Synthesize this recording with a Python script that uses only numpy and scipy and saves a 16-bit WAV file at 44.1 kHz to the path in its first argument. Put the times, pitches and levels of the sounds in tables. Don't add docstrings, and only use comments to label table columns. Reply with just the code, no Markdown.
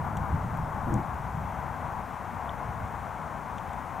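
import sys
import numpy as np
from scipy import signal
from scipy.fft import rfft, irfft
from scipy.io import wavfile

SR = 44100
rng = np.random.default_rng(int(sys.argv[2]) if len(sys.argv) > 2 else 0)


def log_audio(samples):
    frames = np.atleast_2d(samples).T
    limited = np.clip(frames, -1, 1)
    pcm = np.round(limited * 32767).astype(np.int16)
    wavfile.write(sys.argv[1], SR, pcm)


N = 176400


def from_db(db):
    return 10 ** (np.asarray(db) / 20)


def unit_rms(x):
    return x / np.sqrt(np.mean(x ** 2) + 1e-20)


def in_time(rows):
    return np.interp(np.arange(N) / SR, *np.transpose(rows))


def at_hz(rows, hz):
    row_hz, values = np.transpose(rows)
    return np.interp(np.log(np.maximum(hz, 1)), np.log(row_hz), values)


def pan_gains(pan_db):
    gains = from_db(np.array([[.5], [-.5]]) * pan_db)
    return gains / np.sqrt(np.mean(gains ** 2, axis=0))


def drift(corner_hz):
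    hz = np.fft.rfftfreq(N, 1 / SR)
    white = rfft(rng.standard_normal(N))
    return unit_rms(irfft(white * (hz > 0) / (1 + (hz / corner_hz) ** 2), N))


def stereo_noise(spectrum, coherence, pan=((1, 0),)):
    hz = np.fft.rfftfreq(N, 1 / SR)
    mid, side = rfft(rng.standard_normal((2, N)))
    alike = np.clip(at_hz(coherence, hz), -1, 1)
    pair = np.sqrt(1 + alike) * mid + np.sqrt(1 - alike) * side * [[1], [-1]]
    shaped = pair * from_db(at_hz(spectrum, hz)) * (hz > 10)
    return unit_rms(irfft(shaped * pan_gains(at_hz(pan, hz)), N))


def microphone_hiss(level_db=-61.5):
    # f/Hz, relative density/dB
    spectrum = [(2000,-1),(4000,-6),(4900,-4),(6200,0.5),(7500,-2),(10000,-5),(13000,-7),(16000,-9.5)]
    # f/Hz, coherence
    coherence = [(4000,1),(6400,0.8),(15000,0.94)]
    return from_db(level_db) * stereo_noise(spectrum, coherence)


def camera_whine(waver_db=2.5, waver_hz=14):
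    # f/Hz, rms level/dB
    tones = [(13119,-76),(13248,-79)]
    # t/s, gain/dB
    envelope = [(0,1),(.6,-2),(1.15,1),(2.3,-.5),(3.08,-3),(3.14,-16),(3.52,-16),(3.6,-4),(4,-1)]
    t = np.arange(N) / SR
    whine = np.zeros(N)
    for hz, db in tones:
        amplitude = np.sqrt(2) * from_db(db + waver_db * drift(waver_hz))
        whine += amplitude * np.sin(2 * np.pi * hz * t)
    return from_db(in_time(envelope)) * whine


def handling_ticks():
    # f/Hz, bandwidth/Hz
    resonances = [(2600,1400),(3350,650),(6300,1500),(7700,2100),(12500,2200)]
    # t/s, length/s, then peak level/dB in each resonance
    slips = [(0.169,.004,-43,-45,-43.5,-46,-48),(.571,.004,-66,-66,-66,-58,-48),(.9402,.0004,-66,-66,-36,-34,-44),(2.492,0.0033,-60,-37,-64,-68,-70),(3.582,.0005,-41,-43,-47,-51,-64),(3.586,.001,-51,-46,-52,-58,-68),(3.692,0.0015,-43,-54,-66,-58,-68),(3.733,.001,-51,-53,-60,-46,-62)]
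    ticks = np.zeros(N + SR)
    t = np.arange(SR // 20) / SR
    for start_s, length_s, *peaks_db in slips:
        start = int(start_s * SR)
        slip = rng.standard_normal(len(t)) * np.sqrt(t) * np.exp(-2 * t / length_s)
        for (hz, width_hz), db in zip(resonances, peaks_db):
            band = signal.butter(2, [hz - width_hz / 2, hz + width_hz / 2], "band", fs=SR, output="sos")
            ring = signal.sosfilt(band, signal.sosfilt(band, slip))
            ticks[start:start + len(t)] += from_db(db) * ring / np.abs(ring).max()
    return ticks[:N]


def distant_road(base_db=-35.5, waver_db=0.68, waver_hz=8):
    # f/Hz, relative density/dB
    roar_spectrum = [(25,-16),(50,0),(90,1),(150,1),(250,-5),(360,-13),(520,-9.5),(660,-4),(790,1),(1020,0.5),(1230,-6),(1520,-9.5),(1820,-19),(2200,-26),(3000,-48),(5000,-65)]
    # f/Hz, relative density/dB
    swish_spectrum = [(900,-22),(1600,0.5),(2100,1),(2450,-4),(2850,-10),(3400,-13.5),(4200,-21.5),(6000,-41)]
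    # f/Hz, coherence
    coherence = [(60,.99),(150,.92),(260,.89),(520,.9),(850,.96),(1350,.89),(2100,.98),(4000,.98)]
    # f/Hz, L-R/dB
    pan = [(40,9),(85,6.5),(140,13.5),(190,12),(250,10),(380,1.5),(500,5),(640,6),(820,5),(1180,10),(1650,3),(2000,1.2),(2800,3.5),(5000,-2)]
    # t/s, gain/dB
    swell = [(0,0.5),(.5,1.54),(1.0,1.3),(1.36,-0.95),(1.6,0.6),(2.2,-0.2),(2.9,0.1),(3.1,0.1),(3.4,-1.2),(4,-0.6)]
    # t/s, level/dB
    swish_envelope = [(0,-54.5),(.7,-54.5),(1.3,-54),(1.9,-53),(3,-53.5),(4,-53.3)]
    roar = stereo_noise(roar_spectrum, coherence, pan)
    swish = stereo_noise(swish_spectrum, coherence, pan)
    roar_db = base_db + in_time(swell) + waver_db * drift(waver_hz)
    return from_db(roar_db) * roar + from_db(in_time(swish_envelope)) * swish


def microphone_wind(lumps_db=1.5, lumps_hz=39, gust_edge_s=.03):
    # f/Hz, relative density/dB
    rumble_spectrum = [(20,-6),(35,-15.5),(60,0.5),(105,0.5),(160,-2.5),(230,-12.5),(350,-28.5),(600,-36),(1500,-65)]
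    # f/Hz, relative density/dB
    flutter_spectrum = [(80,-5),(170,-1.5),(290,1),(420,-15),(600,-14),(1500,-61)]
    # f/Hz, coherence
    coherence = [(60,.997),(120,.98),(250,.93)]
    # f/Hz, L-R/dB
    pan = [(60,-1),(110,0.5),(160,1.5),(240,6.5),(330,5),(500,5)]
    # t/s, level/dB
    envelope = [(0,-31.5),(.09,-39.5),(.22,-31),(.285,-36.5),(.345,-27),(.4,-35),(.45,-29.5),(.5,-34.5),(.6,-31.5),(.77,-40),(.85,-36),(.91,-26.5),(.99,-34),(1.05,-47),(1.17,-36.5),(1.24,-42.5),(1.37,-36),(1.53,-39),(1.66,-53),(1.93,-41),(2.15,-52.5),(2.62,-49),(2.68,-38),(2.74,-50),(2.82,-33),(2.92,-49),(4,-55)]
    # t/s, length/s, level/dB
    gusts = [(0.28,0.075,-41.5),(0.876,.135,-32)]
    t = np.arange(N) / SR
    lumps = from_db(lumps_db * drift(lumps_hz))
    rumble = from_db(in_time(envelope)) * stereo_noise(rumble_spectrum, coherence, pan)
    gust_gain = np.zeros(N)
    for start_s, length_s, db in gusts:
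        inside_s = np.minimum(t - start_s, start_s + length_s - t)
        gust_gain += from_db(db) * np.clip(inside_s / gust_edge_s + .5, 0, 1)
    flutter = gust_gain * stereo_noise(flutter_spectrum, coherence, pan)
    return lumps * (rumble + flutter)


def scene():
    return distant_road() + microphone_wind() + handling_ticks() + camera_whine() + microphone_hiss()


def record(dry):
    cutoff_hz, transition_hz = 15800, 200
    hz = np.fft.rfftfreq(N, 1 / SR)
    return irfft(rfft(dry) * np.clip((cutoff_hz - hz) / transition_hz + .5, 0, 1), N)


dry = scene()
out = record(dry)
log_audio(out)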